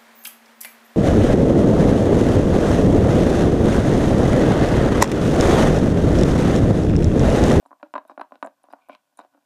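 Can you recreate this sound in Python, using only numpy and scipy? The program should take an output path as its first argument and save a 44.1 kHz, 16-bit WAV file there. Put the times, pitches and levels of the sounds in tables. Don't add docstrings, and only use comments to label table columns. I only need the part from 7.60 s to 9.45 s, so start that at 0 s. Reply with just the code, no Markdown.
import sys
import numpy as np
from scipy import signal
from scipy.fft import rfft, irfft
from scipy.io import wavfile

SR = 44100
rng = np.random.default_rng(int(sys.argv[2]) if len(sys.argv) > 2 else 0)


def convert_level_to_amplitude(level_db):
    exponent = np.asarray(level_db, float) / 20
    return 10 ** exponent


def digitize_waveform(pressure):
    field = np.atleast_2d(pressure).T
    bounded = np.clip(field, -1, 1)
    quanta = np.round(bounded * 32767).astype(np.int16)
    wavfile.write(sys.argv[1], SR, quanta)


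N = 81585

# t/s, peak level/dB of the wood, f/Hz that this spot favours,
# level/dB of the shell's ring relative to the wood (the sharp edge of the contact)
FOOT_TAPS = [(0.027, -47, 680, -45), (0.053, -43, 1040, -22), (0.108, -36, 1050, -42),
             (0.228, -31.5, 507, -23), (0.339, -17, 1074, -20), (0.354, -14, 985, -28),
             (0.3801, -17, 965, -22.5), (0.451, -36.5, 660, -22), (0.497, -26, 960, -57),
             (0.517, -32, 600, -55), (0.577, -20, 634, -30), (0.5955, -23, 760, -30),
             (0.6113, -24, 1090, -21), (0.709, -42.5, 900, -21), (0.721, -24.5, 780, -26),
             (0.756, -33.5, 527, -12), (0.827, -12, 1030, -21.5), (0.845, -24, 620, -60),
             (0.863, -27, 880, -46), (0.872, -23.5, 565, -22), (1.04, -38.5, 650, -17.5),
             (1.086, -37.5, 555, -43), (1.105, -39, 1010, -23), (1.128, -34.5, 714, -15),
             (1.135, -22, 776, -30), (1.286, -37.5, 736, -24), (1.296, -22, 687, -31),
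             (1.35, -37, 1080, -0.5), (1.591, -24, 927, -21), (1.648, -37, 665, -23),
             (1.748, -42.5, 581, -39), (1.777, -45.5, 1330, -35)]
# t/s, peak level/dB of the wood
FOLLOW_TAPS = [(.06, -34), (.115, -31.5), (.129, -31), (.2294, -20.5), (.342, -31), (0.3575, -24.5),
               (.359, -16), (0.3609, -16), (.364, -19.5), (0.3878, -35.5), (.51, -35.5), (.5803, -32),
               (.598, -20.5), (0.6143, -16.5), (0.8302, -22.5), (.849, -19.5), (1.2919, -36.5), (1.601, -28)]
# t/s, peak level/dB, favoured f/Hz
HEAD_TICKS = [(0.0641, -56, 8100), (0.3386, -52, 6960), (0.4773, -52.5, 10800), (0.4973, -61, 9900),
              (0.6095, -55, 10800), (0.827, -45, 8500), (0.846, -51, 7360), (0.8615, -43, 9600),
              (1.0335, -53.5, 10800), (1.1253, -51.5, 12500), (1.287, -51.5, 13400), (1.573, -43, 9460),
              (1.5901, -47, 8000)]
# start t/s, length t/s, rms level/dB, favoured f/Hz
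FOOT_SCUFFS = [(0.196, 0.022, -61.5, 913), (0.238, 0.042, -60.5, 664), (0.466, 0.069, -64, 3750),
               (0.494, 0.027, -48.5, 656), (0.733, 0.033, -54.5, 564), (1.025, 0.059, -66.5, 953),
               (1.098, 0.05, -60.5, 4530), (1.157, 0.058, -66.5, 990), (1.208, 0.076, -70.5, 2360),
               (1.289, 0.074, -54.5, 2260), (1.573, 0.049, -55, 3580), (1.601, 0.067, -59, 680),
               (1.724, 0.067, -64, 268)]
# f/Hz, relative level/dB, time to fall by 60 dB t/s
BOARD_MODES = [(293.3, -5.5, 0.1), (607.6, -4.5, 0.069), (680, -6.5, 0.043), (762.4, 8, 0.015),
               (980, 4, 0.026), (1094.5, 1.5, 0.019), (1395, -1, 0.015), (1475.8, -3.5, 0.045),
               (2360, -7, .015)]
# f/Hz, relative level/dB, time to fall by 60 dB t/s
SHELL_MODES = [(2735, 9, 0.0018), (3750, -2, 0.01), (4800, -4.5, 0.0079), (7470, 1.5, 0.0056),
               (8940, -3.5, 0.0086), (10290, 4, 0.0032), (12960, -3.5, .006)]
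# f/Hz, relative level/dB per Hz
FLOOR_COLOUR = [(40, -21.5), (170, 4.5), (1140, -14.5), (2500, -3.5), (15000, -8)]

SCATTER_DB, DETUNE = 3.5, 0.04
SHELL_RISE_S = 0.0001
SHELL_DEPTH_DB = 30


def fade(t, t60):
    return np.exp(-np.log(1000) * t / t60)


def add(out, x, start_s):
    i = int(start_s * SR)
    out[i:i + len(x)] += x[:len(out) - i]


def ring(modes, gain_db, rise_s=0, detune=0):
    hz, db, t60 = np.array(modes, float).T[:, :, None]
    hz = hz * (1 + np.reshape(detune, (-1, 1)))
    t = np.arange(SR // 5) / SR
    strength = convert_level_to_amplitude(db + np.reshape(gain_db, (-1, 1)))
    x = -np.sum(strength * fade(t, t60) * np.sin(2 * np.pi * hz * t), axis=0)
    if rise_s:
        x = x * (1 - np.exp(-t / rise_s)) ** 2
    return x


def favour(modes, hz, octaves, depth_db):
    distance = np.log2(np.array(modes)[:, 0] / hz) / octaves
    return -depth_db * (1 - np.exp(-0.5 * distance ** 2))


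def chance(modes):
    return rng.standard_normal((2, len(modes))) * [[SCATTER_DB], [DETUNE]]


def taps():
    contact_s = 0.00038
    softer_per_db = 0.2
    out = np.zeros(N)
    blows = list(FOOT_TAPS)
    for s, db in FOLLOW_TAPS:
        last_tap = max(tap for tap in FOOT_TAPS if tap[0] < s)
        blows.append((s, db) + tuple(last_tap[2:]))
    for s, db, hz, edge_db in blows:
        push = np.hanning(int(contact_s * convert_level_to_amplitude(-softer_per_db * db) * SR) + 3) ** 2
        scatter, detune = chance(BOARD_MODES)
        gain = favour(BOARD_MODES, hz, 0.27, 12) + scatter
        wood = np.convolve(ring(BOARD_MODES, gain, 0, detune), push)
        scatter, detune = chance(SHELL_MODES)
        gain = favour(SHELL_MODES, 3000, 0.43, SHELL_DEPTH_DB) + scatter
        shell = ring(SHELL_MODES, gain, SHELL_RISE_S, detune)
        add(out, wood * convert_level_to_amplitude(db) / abs(wood).max(), s)
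        add(out, shell * convert_level_to_amplitude(db + edge_db) / abs(shell).max(), s)
    return out


def ticks():
    rattle_s = 0.0055
    rattle_gain = convert_level_to_amplitude(-8) / 20
    out = np.zeros(N)
    t = np.arange(SR // 25) / SR
    for s, db, hz in HEAD_TICKS:
        rattle = rattle_gain * rng.standard_normal(len(t)) ** 3 * np.exp(-t / rattle_s)
        rattle[0] = 1
        scatter, detune = chance(SHELL_MODES)
        gain = favour(SHELL_MODES, hz, 0.46, SHELL_DEPTH_DB) + scatter
        x = signal.fftconvolve(ring(SHELL_MODES, gain, SHELL_RISE_S, detune), rattle)
        add(out, x * convert_level_to_amplitude(db) / abs(x).max(), s)
    return out


def grain_catches():
    per_second, spread_db = 1000, 4
    happens, strength, side = rng.random((3, N))
    clicks = (happens < per_second / SR) * convert_level_to_amplitude(-spread_db * np.log(strength + 0.03))
    return clicks * np.sign(side - 0.5)


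def scuffs(catches):
    octaves, depth_db, shell_db = 0.33, 19.5, -11.5
    out = np.zeros(N)
    for s, length, db, hz in FOOT_SCUFFS:
        n, i = int(length * SR), int(s * SR)
        wood = ring(BOARD_MODES, favour(BOARD_MODES, hz, octaves, depth_db))
        shell = ring(SHELL_MODES, shell_db + favour(SHELL_MODES, hz, octaves, depth_db), SHELL_RISE_S)
        swell = np.sin(np.pi * np.linspace(0, 1, n) ** 0.95) ** 0.5
        x = signal.fftconvolve(catches[i:i + n] * swell, wood + shell)
        add(out, x * convert_level_to_amplitude(db) / np.sqrt(np.sum(x ** 2) / n), s)
    return out


def fidget(catches):
    x = signal.fftconvolve(catches, ring(BOARD_MODES, 0))[:N]
    return convert_level_to_amplitude(-73.5) * x / np.sqrt(np.mean(x ** 2))


def room(x):
    level_db, t60_s, top_hz, gap_s = -20, 0.17, 4000, 0.005
    t = np.arange(SR // 2) / SR
    dull = signal.butter(2, top_hz, fs=SR, output="sos")
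    tail = signal.sosfilt(dull, rng.standard_normal(len(t)))
    tail = tail * fade(t, t60_s) * np.minimum(t / gap_s, 1)
    return convert_level_to_amplitude(level_db) * signal.fftconvolve(x, tail / np.sqrt(np.sum(tail ** 2)))[:N]


def floor():
    hz = np.arange(N // 2 + 1) * SR / N + 1
    colour_hz, colour_db = np.array(FLOOR_COLOUR).T
    colour = convert_level_to_amplitude(np.interp(np.log(hz), np.log(colour_hz), colour_db))
    x = irfft(rfft(rng.standard_normal(N)) * colour, N)
    return convert_level_to_amplitude(-78) * x / np.sqrt(np.mean(x ** 2))


def scene():
    low_cut_hz, dip_hz, dip_width_hz = 262, 444, 198
    catches = grain_catches()
    near = taps() + ticks() + scuffs(catches) + fidget(catches)
    near = signal.sosfilt(signal.butter(6, low_cut_hz, "high", fs=SR, output="sos"), near)
    near = signal.lfilter(*signal.iirnotch(dip_hz, dip_hz / dip_width_hz, fs=SR), near)
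    return (near + room(near) + floor())[None]


def low_pass(x):
    return signal.sosfilt(signal.butter(12, 15770, fs=SR, output="sos"), x)


def record(dry):
    lopsided, top_hz = 0.11, 15000
    bent = dry + lopsided * dry ** 2
    mix = signal.sosfilt(signal.ellip(8, 0.2, 60, top_hz, fs=SR, output="sos"), bent)
    return low_pass(mix)


dry = scene()
out = record(dry)
digitize_waveform(out)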